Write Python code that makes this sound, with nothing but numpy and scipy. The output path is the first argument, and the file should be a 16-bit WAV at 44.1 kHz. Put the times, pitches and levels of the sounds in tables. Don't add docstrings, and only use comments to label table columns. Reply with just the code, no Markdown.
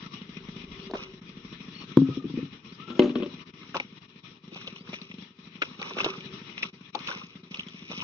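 import sys
import numpy as np
from scipy import signal
from scipy.fft import rfft, irfft
from scipy.io import wavfile
from scipy.ndimage import uniform_filter1d

SR = 44100
rng = np.random.default_rng(int(sys.argv[2]) if len(sys.argv) > 2 else 0)


def unload_wav(signal):
    wavfile.write(
        sys.argv[1],
        SR,
        np.round(np.clip(np.atleast_2d(signal).T, -1, 1) * 32767).astype(np.int16),
    )


N = 354123
T = np.arange(N) / SR


def undb(db):
    return 10 ** (np.asarray(db, float) / 20)


def unit_rms(x):
    return x / np.sqrt(np.mean(x ** 2))


def unit_peak(x):
    return x / np.abs(x).max()


def decay(t, t60_s):
    return 1000 ** (-t / t60_s)


def colour(x, points, db_scale=1):
    hz, db = np.transpose(points)
    bin_db = np.interp(np.log(np.arange(1025) * SR / 2048 + 1), np.log(hz), db)
    cepstrum = irfft(db_scale * np.log(undb(bin_db)))
    cepstrum[1:1024] *= 2
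    cepstrum[1025:] = 0
    return signal.oaconvolve(x, irfft(np.exp(rfft(cepstrum))))[:len(x)]


def band(x, hz, width_hz):
    return signal.lfilter(*signal.iirpeak(hz, hz / width_hz, SR), x)


def highpass(x, hz):
    return signal.sosfilt(signal.butter(4, hz, "high", fs=SR, output="sos"), x)


def walk(rate_hz):
    hold = int(SR / rate_hz)
    steps = rng.standard_normal(N // 50)[:N // hold + 1]
    return 1.71 * uniform_filter1d(np.repeat(steps, hold)[:N], hold)


def grit(size, spread_db):
    noise = rng.standard_normal(size)
    return unit_rms(noise * undb(spread_db * np.minimum(rng.exponential(size=size), 4)))


def add(track, start_s, sound):
    i = int(start_s * SR)
    track[..., i:i + sound.shape[-1]] += sound[..., :N - i]


def ports(x, pan_db, direct_share, lag_samples=0):
    spectra = rfft(rng.standard_normal((2, 128)) * np.exp(-np.arange(128) / 16))
    paths = np.pad(irfft(spectra / np.abs(spectra)), ((0, 0), (0, 300)))
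    paths = highpass(paths, 295)
    scattered = np.array([signal.oaconvolve(x, path)[:len(x)] for path in paths])
    direct = np.array([np.roll(x, lag_samples), x])
    both = np.sqrt(direct_share) * direct + np.sqrt(1 - direct_share) * scattered
    return both * undb(np.array([[pan_db], [-pan_db]]) / 2)


# t/s, relative level/dB
GUSTS = [(0.0, -66), (0.67, -46.5), (1.7, -59), (1.85, -63), (3.4, -74), (4.6, -88), (5.0, -71),
         (6.2, -92.5), (8.03, -71)]


def wind():
    passband = signal.butter(2, [22, 75], "band", fs=SR, output="sos")
    noise = signal.sosfilt(passband, rng.standard_normal((3, N)))
    rumble = unit_rms(noise[0] + 0.098 * noise[1:])
    return rumble * undb(np.interp(T, *np.transpose(GUSTS)) - 8 + 2.2 * walk(7.7))


TUNES = {"rise": [3950, 4100, 4800, 5050], "flat": [4300, 4380, 4350, 4270], "arch": [1244, 1290, 1260,
         1180], "hook": [1100, 1315, 1345, 1345, 1335, 1310, 1260]}
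# t/s, length/s, level/dB, tune
BIRD_CALLS = [(0.77, 0.12, -62, "rise"), (1.73, 0.13, -54, "flat"), (1.88, 0.4, -55, "arch"),
              (2.66, 0.12, -61, "rise"), (2.77, 0.33, -51, "hook"), (3.96, 0.11, -70, "rise"),
              (4.74, 0.11, -62, "rise")]


def birds():
    out, low_flutter, high_flutter = np.zeros(N), walk(130), walk(290)
    for s, length_s, db, tune in BIRD_CALLS:
        span = slice(int(s * SR), int((s + length_s) * SR))
        hz = np.interp(T[span], np.linspace(s, s + length_s, len(TUNES[tune])), TUNES[tune])
        blur = 1 + .9 * (low_flutter if hz[0] < 2000 else high_flutter)[span]
        whistle = np.sin(2 * np.pi * np.cumsum(hz) / SR)
        out[span] += undb(db) * signal.windows.tukey(len(hz), .35) * blur * whistle
    return ports(out, pan_db=8, direct_share=.95, lag_samples=3)


# t/s, relative level/dB, drone offset/dB
YARD_SWELL = [(0.0, -52, 1.5), (0.8, -50, 2), (1.2, -53.5, 3.5), (1.802, -50.5, 3.5), (2.37, -51, 5.5),
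              (2.7, -52.5, 1.5), (3.15, -51.5, 4.5), (3.499, -54.5, 4), (4.27, -53.5, 1.5),
              (4.74, -55.5, 3), (5.3, -55, 0.5), (5.999, -52, 2), (6.552, -48, 1), (6.802, -60.5, 2.5),
              (7.1, -46, -5.5), (7.35, -60.5, 3), (7.7, -54, -2.5), (8.03, -56.5, 10)]
# t/s, level/dB
HUM_LEVELS = [(0.0, -60.5), (0.87, -52), (1.25, -62.5), (1.65, -73), (2.21, -53.5), (2.59, -62.5),
              (2.97, -63), (3.13, -34.5), (3.4, -60), (4.18, -63), (5.03, -53), (5.46, -69.5), (6.06, -49),
              (6.93, -66.5), (7.58, -63.5), (8.03, -62)]
# f/Hz, gain/dB
DRONE_SPECTRUM = [(15, -36.5), (25, -31.5), (85, -13), (145, -1), (189, -3.5), (257, -4.5), (312, -7.5),
                  (474, -13.5), (700, -68), (910, -61.5), (1540, -120)]
# f/Hz, gain/dB
HISS_SPECTRUM = [(350, -29.5), (600, -5), (731, -13.5), (883, -3.5), (1210, 3), (1580, -8.5), (1840, -3),
                 (2500, 2.5), (2760, 0.5), (3860, 0), (4480, -11.5), (5740, -6), (6400, -26), (8320, -83),
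                 (14100, -120)]
# f/Hz, left minus right/dB
PORT_BALANCE = [(60, -2), (100, -0.5), (170, 3), (290, 3.5), (490, 1.5), (830, 3.5), (1400, 10.5),
                (2370, 10.5), (4010, 10.5), (6780, -1.5)]


def yard(gas_envelope):
    s, level_db, drone_db = np.transpose(YARD_SWELL)
    swell = undb(np.interp(T, s, level_db) + 1.7 * walk(25))
    hum_gain = undb(np.interp(T, *np.transpose(HUM_LEVELS)) + 2.5 * walk(5))
    hum = hum_gain * unit_rms(band(rng.standard_normal(N), hz=383.7, width_hz=14))
    drone = unit_rms(colour(rng.standard_normal(N), DRONE_SPECTRUM))
    drone *= swell * undb(np.interp(T, s, drone_db))
    warble = [(hz, undb(2.3 * walk(26))) for hz in np.geomspace(700, 6300, 15)]
    out = []
    for side in (.5, -.5):
        noise = grit(N, 0.5)
        warbled = sum(gain * band(noise, hz, hz / 9) for hz, gain in warble)
        hiss = (undb(2) * swell + gas_envelope) * unit_rms(colour(warbled, HISS_SPECTRUM))
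        out.append(colour(hiss + drone + hum, PORT_BALANCE, db_scale=side))
    return np.array(out)


# first t/s, last t/s, first level/dB, last level/dB
PUFF_RUNS = [(0.024, 0.024, -33, -33), (0.06, 0.368, -31.5, -28), (0.485, 1.02, -28.5, -33),
             (1.135, 1.915, -31.5, -32.5), (1.993, 2.527, -34, -34), (2.644, 3.338, -34, -32),
             (3.457, 4.313, -39, -39), (4.436, 4.523, -38, -38), (4.477, 4.889, -36, -31),
             (4.933, 5.183, -33, -33), (5.139, 5.553, -33, -35), (5.712, 6.1, -34, -32),
             (6.178, 6.729, -32, -33), (6.808, 6.886, -38, -42), (7.004, 7.235, -36, -32),
             (7.353, 7.976, -32, -30)]
# delay/s, gain
AFTER_PULSES = [(.0115, .22), (.029, .14), (.0385, -.24), (.053, .08)]
# f/Hz, width/Hz, relative level/dB
PIPE_MODES = [(203, 106, 3), (347, 390, 0.5)]


def engine(period_s=.079, scatter_db=1.5):
    beats = np.zeros(N)
    for first_s, last_s, first_db, last_db in PUFF_RUNS:
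        count = round((last_s - first_s) / period_s) + 1
        db = np.linspace(first_db, last_db, count) + scatter_db * rng.standard_normal(count)
        beats[(np.linspace(first_s, last_s, count) * SR).astype(int)] = undb(db)
    pulses, t = np.zeros(4000), T[:4000]
    pulses[0] = 1
    for delay_s, gain in AFTER_PULSES:
        pulses[int(delay_s * SR)] = gain
    ring = sum(undb(db) / width_hz * band(band(pulses, hz, width_hz), hz, width_hz)
               for hz, width_hz, db in PIPE_MODES)
    puff = highpass(np.convolve(ring, np.hanning(110)), 90)
    spit = undb(-13) * np.exp(-t / 0.007) * (1 - np.exp(-t / 0.003))
    return signal.oaconvolve(beats, unit_peak(puff))[:N], signal.oaconvolve(beats, spit)[:N]


def wall_ring(t, modes, tilt_db, stiffness, light):
    scatter = rng.standard_normal((len(modes), 3)) * light
    t60_scale = .5 if light else 1
    ring = np.zeros(len(t))
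    for (hz, db, t60_s), (jitter, detune, phase) in zip(modes, scatter):
        gain = undb(db + tilt_db * np.log2(hz / 300) + 2.9 * jitter)
        tone = np.sin(2 * np.pi * hz * (1 + 0.011 * detune) * t + phase)
        ring += gain * tone * decay(t, t60_scale * t60_s)
    push = np.hanning(max(int(SR * 0.0046 * (1.05 - np.clip(stiffness, 0, 1))), 3))
    ring = signal.fftconvolve(ring, push)[:len(t)]
    return unit_peak(highpass(ring, 178))


# f/Hz, gain/dB
CRACK_SPECTRUM = [(500, -29.5), (1100, 2), (1700, -14.5), (2900, -0.5), (4000, -12.5), (5500, -31),
                  (6800, -45), (9000, -55)]


def vessel(knocks, modes, rim_modes, rocking, stiffness, stiffness_per_db, polarity):
    wall, crack, snap = np.zeros((3, N))
    t = T[:13000]
    soil_thump = undb(-28.5) * np.hanning(int(0.0082 * SR))
    crack_envelope = decay(t[:2000], 0.069) + 0.74 * np.exp(-t[:2000] / 0.0002)
    rim = sum(undb(db) * np.sin(2 * np.pi * hz * t) * decay(t, t60_s) for hz, db, t60_s in rim_modes)
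    for s, db, crack_db, tilt_db in knocks:
        ring = wall_ring(t, modes, tilt_db, stiffness + stiffness_per_db * db, light=db < -6)
        add(wall, s + 0.0017, polarity * undb(db) * ring)
        add(wall, s + 0.0011, -undb(db) * soil_thump)
        add(wall, s + .003, undb(2 * db) * rim)
        add(crack, s + 0.00051, undb(db + crack_db) * grit(2000, 0.63) * crack_envelope)
        add(snap, s + .002, undb(3 * db - 15) * grit(400, 1.5) * np.exp(-t[:400] / .0012))
    scrape = grit(N, 0.94) * undb(2 * walk(63))
    rumble = unit_rms(sum(undb(db) * band(scrape, hz, 21) for hz, db, _ in modes[:7]))
    wall += rumble * undb(np.interp(T, *np.transpose(rocking), left=-120, right=-120))
    crack = colour(crack, CRACK_SPECTRUM) * undb(6) + highpass(highpass(snap, 8500), 8500)
    return ports(wall, pan_db=1.4, direct_share=0.92) + ports(crack, pan_db=3.2, direct_share=0.34)


# t/s, level/dB, crack offset/dB, mode tilt/(dB/octave)
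TUB_KNOCKS = [(1.969, 2.5, -23, -1), (2.014, -8.5, -47, -7), (2.085, -15, -26, 0), (2.095, -18, -18, -4),
              (2.168, -17.5, -39, 10), (2.239, -22.5, -29, 9), (2.251, -21, -27, 6), (2.262, -23.5, -37, 2),
              (2.295, -27.5, -6, 7), (2.336, -19, -22, 4), (2.371, -15.5, -28, 11), (2.384, -19, -37, 14),
              (2.425, -20, -21, -3), (2.445, -26.5, -32, 2)]
JUG_KNOCKS = [(2.901, -23.5, -3.5, -10), (2.992, 0, -14.5, 4.5), (3.018, -14, -7, -6), (3.041, -14, -20, 7),
              (3.055, -12.5, -19, 5), (3.07, -20, -16, -1), (3.093, -21, -8, 4), (3.154, -13.5, -8, -6),
              (3.18, -22.5, -41, 2), (3.2, -17, -17, 3), (3.222, -17, -11, 2.5), (3.232, -22.5, -5, 2),
              (3.258, -21, -13, 4.5), (3.293, -37, -25, 8)]
# f/Hz, relative level/dB, t60/s
TUB_MODES = [(138.4, 5.5, 0.23), (268, 3, 0.29), (161, -3.5, 0.18), (207, 6, 0.051), (320, 12.5, 0.042),
             (365, -12.5, 0.018), (490, -4, 0.083), (590, -33.5, .06)]
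JUG_MODES = [(217, -12.5, 0.12), (248.5, -2, 0.48), (295.4, -6.5, 0.3), (352, 8, 0.027), (364, 0, 0.19),
             (481, -7, 0.13), (586, -13.5, 0.3), (806, -20.5, 0.13), (965, -19.5, .1), (1160, -24, 0.069)]
TUB_RIM = [(950, -23.5, .03), (1044, -21, 0.027), (1190, -35, 0.017), (3270, -31.5, 0.015)]
JUG_RIM = [(2106, -23, 0.043), (2955, -8, 0.011), (4180, -39, 0.014)]
# t/s, level/dB
TUB_ROCK = [(1.99, -44), (2.15, -53), (2.52, -70)]
JUG_ROCK = [(2.88, -47.5), (3.076, -31), (3.15, -65), (3.34, -70)]


def dropped_vessels():
    tub = vessel(TUB_KNOCKS, TUB_MODES, TUB_RIM, TUB_ROCK,
                 stiffness=0.55, stiffness_per_db=0.012, polarity=-1)
    jug = vessel(JUG_KNOCKS, JUG_MODES, JUG_RIM, JUG_ROCK,
                 stiffness=0.83, stiffness_per_db=0.0086, polarity=1)
    return tub + jug


def pops(low_hz, high_hz, q, band_rate_hz=300):
    sizes, draw = grit(N, 3.9), rng.random(N)
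    band_index = np.floor(draw * SR / band_rate_hz)
    return unit_rms(sum(band(sizes * (band_index == i), hz, hz / q)
                        for i, hz in enumerate(np.geomspace(low_hz, high_hz, 9))))


# f/Hz, gain/dB
CRACKLE_SPECTRUM = [(940, -44), (1600, -17.5), (2060, 1.5), (2630, 8), (3060, 0), (3670, 1.5), (3910, -1.5),
                    (4220, -3.5), (4550, -13), (5740, -6), (7200, -42), (9360, -46), (15800, -120)]
BODY_SPECTRUM = [(160, -39), (280, -20.5), (318, -6.5), (524, -2.5), (693, -18.5), (776, -7), (1000, -1),
                 (1260, 1.5), (1700, -15), (2210, -41.5), (3740, -120)]
# peak t/s, 20 dB rise/s, 20 dB fall/s, relative crackle level/dB, relative body level/dB
SQUELCHES = [(0.942, 0.006, 0.1, -44, -38), (0.975, .03, .12, -39, -48), (1.005, .01, .09, -43, -46),
             (3.629, 0.06, 0.1, -45.5, -60), (3.746, 0.004, 0.05, -36, -35),
             (3.769, 0.025, 0.025, -33, -36), (3.801, .003, .045, -37, -44), (4.545, .04, .04, -37, -52),
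             (4.562, .01, .08, -38, -47), (4.61, .03, .05, -43, -51), (4.677, 0.014, 0.035, -32, -46),
             (4.765, .03, .05, -40, -52), (4.9, .1, .06, -43, -50), (4.938, 0.02, 0.05, -33, -46),
             (4.98, .05, .3, -46, -56), (5.62, 0.01, 0.11, -36, -38), (5.8, .01, .1, -41, -43),
             (5.818, 0.01, 0.08, -36, -41.5), (5.908, 0.12, 0.08, -36, -39), (5.97, .01, .07, -34, -36),
             (6.005, 0.05, 0.14, -31, -35), (6.045, 0.006, 0.06, -30, -36), (6.063, .02, .06, -33, -34),
             (6.11, .04, .12, -40, -43), (6.151, 0.003, 0.95, -52, -64.5), (6.58, 0.02, 0.1, -40, -51),
             (6.633, 0.04, 0.0666, -30.5, -37.5), (6.952, 0.003, 0.07, -45, -37.5),
             (7.0, .02, .2, -43, -50), (7.068, .01, .08, -36, -40), (7.09, .015, .04, -36, -36),
             (7.108, 0.0153, 0.08, -33, -34.5), (7.15, .04, .2, -41, -48), (7.219, 0.003, 0.03, -53, -43),
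             (7.52, .02, .08, -43, -56), (7.57, 0.1, 0.13, -41, -53.5), (7.76, 0.27, 0.6, -47, -67),
             (7.9, .03, .1, -40, -52), (7.916, 0.003, 0.03, -33, -40), (7.94, .03, .15, -39, -52),
             (8.015, 0.08, 0.05, -35.5, -49)]


def squelches(patchy_db=2.2):
    crackle, body = np.zeros((2, N))
    for s, rise_s, fall_s, crackle_db, body_db in SQUELCHES:
        envelope = undb(-20 * np.where(T < s, (s - T) / rise_s, (T - s) / fall_s))
        crackle += undb(crackle_db) * envelope
        body += undb(body_db) * envelope
    crackle *= undb(patchy_db * walk(90) - 3)
    crackle *= unit_rms(colour(pops(2054, 5970, q=8.4) + 3.3 * grit(N, 9.4), CRACKLE_SPECTRUM))
    body *= undb(patchy_db * walk(60) - 2.5)
    body *= unit_rms(colour(pops(280, 1590, q=5) + 5.1 * grit(N, 2.5), BODY_SPECTRUM))
    return (ports(crackle, pan_db=7, direct_share=0.44, lag_samples=7)
            + ports(body, pan_db=0.62, direct_share=0.54, lag_samples=3))


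# t/s, relative level/dB, pocket f/Hz, thud offset/dB
SLAPS = [(0.898, -39, 420, 5.5), (0.911, -29, 4160, 2), (0.936, -26, 1000, 7.5), (0.944, -27.5, 640, 4),
         (0.952, -20.5, 1150, -5), (0.969, -26, 3500, -10), (0.98, -35, 3550, -11), (0.99, -43, 3480, -9),
         (1.001, -39, 1150, -16), (1.044, -43, 1150, -17), (3.63, -36, 1250, -20), (3.744, -18, 1140, -7.5),
         (3.748, -16, 2630, -25), (3.753, -15.5, 840, -5.5), (3.764, -17.5, 950, -12),
         (3.767, -20, 4450, -23), (3.767, -21, 2550, -26), (3.798, -25, 830, -6), (3.799, -10.5, 2170, -23),
         (3.7995, -22, 3300, -14.5), (4.518, -36, 370, -10), (4.535, -32, 3850, -36),
         (4.546, -26, 3800, -36), (4.559, -29.5, 2600, -4.5), (4.575, -25, 3700, -16),
         (4.611, -34, 1500, -25), (4.649, -38, 1200, -29), (4.669, -25, 3500, -20),
         (4.674, -17.5, 3300, -28), (4.681, -25, 2900, -21), (4.675, -31, 483, -14), (4.688, -49, 497, -12),
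         (4.761, -21, 2800, -36), (4.874, -32, 1460, -30), (4.931, -18, 2500, -11), (4.939, -19, 2400, -24),
         (4.944, -26, 3900, -20), (5.015, -24, 3950, -27), (5.113, -27, 2440, -18), (5.618, -10, 1400, -18),
         (5.62, -12, 3450, -23), (5.622, -8.5, 2280, -32), (5.632, -21.5, 2230, -8),
         (5.795, -24, 1150, -29), (5.815, -16, 3750, -17), (5.826, -22, 2040, -15), (5.837, -39, 1310, -24),
         (5.867, -35, 2500, -25), (5.908, -17.5, 970, -12), (5.968, -22.5, 1220, 1),
         (5.973, -25, 2500, -23), (5.984, -17.5, 2400, -8.5), (5.986, -16, 1490, -20),
         (6.003, -10, 2500, -28), (6.01, -14, 2900, -18), (6.025, -19, 3000, -25), (6.032, -22, 1600, -14),
         (6.044, -7, 3660, -13.5), (6.048, -7.5, 2770, -22), (6.06, -18.5, 1280, 2.5),
         (6.064, -21, 2400, -20), (6.095, -35, 1130, -20), (6.206, -23.5, 2400, -37),
         (6.578, -15.5, 2500, -43), (6.629, -10, 2320, -22.5), (6.948, -15, 870, -10),
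         (6.95, -16, 3850, -30), (6.959, -32.5, 366, 1), (6.99, -25, 3700, -31), (7.065, -40, 1340, -22),
         (7.073, -9, 3770, -44), (7.084, -21, 1220, -27), (7.103, -26, 1110, -21), (7.113, -19, 1430, -24),
         (7.127, -29.5, 1090, -9), (7.174, -26.5, 2520, -21), (7.214, -27, 1110, -32),
         (7.238, -45, 2430, -30), (7.267, -41, 5650, -34), (7.543, -13.5, 2580, -38),
         (7.557, -31, 2580, -26), (7.571, -21, 3620, -32), (7.594, -9.5, 2640, -49),
         (7.606, -17, 3300, -37), (7.632, -24, 3000, -33), (7.684, -18.5, 2920, -43),
         (7.906, -24, 3320, -8), (7.915, -19, 2750, -10.5), (7.931, -20.5, 2880, -13),
         (7.991, -23.5, 2520, -20), (8.002, -16, 2710, -29), (8.012, -33, 2510, -26),
         (8.023, -17.5, 1080, -29)]


def slaps(rise_s=0.00061, spray_t60_s=0.059):
    out, t = np.zeros((2, N)), T[:4400]
    for s, db, hz, thud_db in SLAPS:
        t60_s = max(0.051 * (hz / 1000) ** -0.7, .004)
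        width_hz = .24 * hz
        grains = grit(len(t), 0.64) * (1 - np.exp(-t / rise_s))
        grains[round(rise_s * SR)] = 5
        burst = grains * decay(t, t60_s)
        spray = burst + 0.22 * grains * decay(t, spray_t60_s)
        pocket = unit_peak(band(band(burst, hz, width_hz), hz, 2 * width_hz))
        spatter = unit_peak(colour(spray, BODY_SPECTRUM[2:-2] + CRACKLE_SPECTRUM[1:]))
        thud = unit_peak(band(band(burst, 380, 420), 370, 480))
        slap = undb(db) * (0.5 * pocket + 0.32 * spatter + 0.008 * burst)
        add(out, s, ports(slap, pan_db=6, direct_share=0.57, lag_samples=8))
        add(out, s, undb(db + thud_db) * thud)
    return out


# t/s, depth/dB, half width/s
DIPS = [(1.209, 10.5, 0.0069), (2.609, 7, 0.045), (3.449, 14.5, 0.014), (3.522, 14, 0.011),
        (4.002, 14, 0.011), (4.076, 12, 0.012), (4.22, 15.5, 0.015), (4.409, 10.5, 0.023),
        (5.343, 8.5, 0.039), (6.721, 16, 0.013), (6.919, 19, 0.0085), (7.428, 8.5, 0.011),
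        (7.499, 3, 0.014)]


def dips():
    db = np.zeros(N)
    for s, depth_db, half_width_s in DIPS:
        add(db, s - 2 * half_width_s, -depth_db * np.hanning(int(4 * half_width_s * SR)))
    return undb(db)


def scene():
    thump, gas_envelope = engine()
    far = ports(thump, pan_db=1, direct_share=0.82) + yard(gas_envelope) + wind() + birds()
    near = dropped_vessels() + slaps() + squelches()
    return dips() * (far + near)


def record(dry, step_hz=6900, top_hz=15600):
    stepped = signal.sosfilt(signal.ellip(5, .3, 28, step_hz, fs=SR, output="sos"), dry)
    rounded = np.tanh(0.6 * stepped) / 0.84
    hiss = undb(-112) * rng.standard_normal(N)
    return signal.sosfilt(signal.ellip(8, .2, 70, top_hz, fs=SR, output="sos"), rounded + hiss)


dry = scene()
out = record(dry)
unload_wav(out)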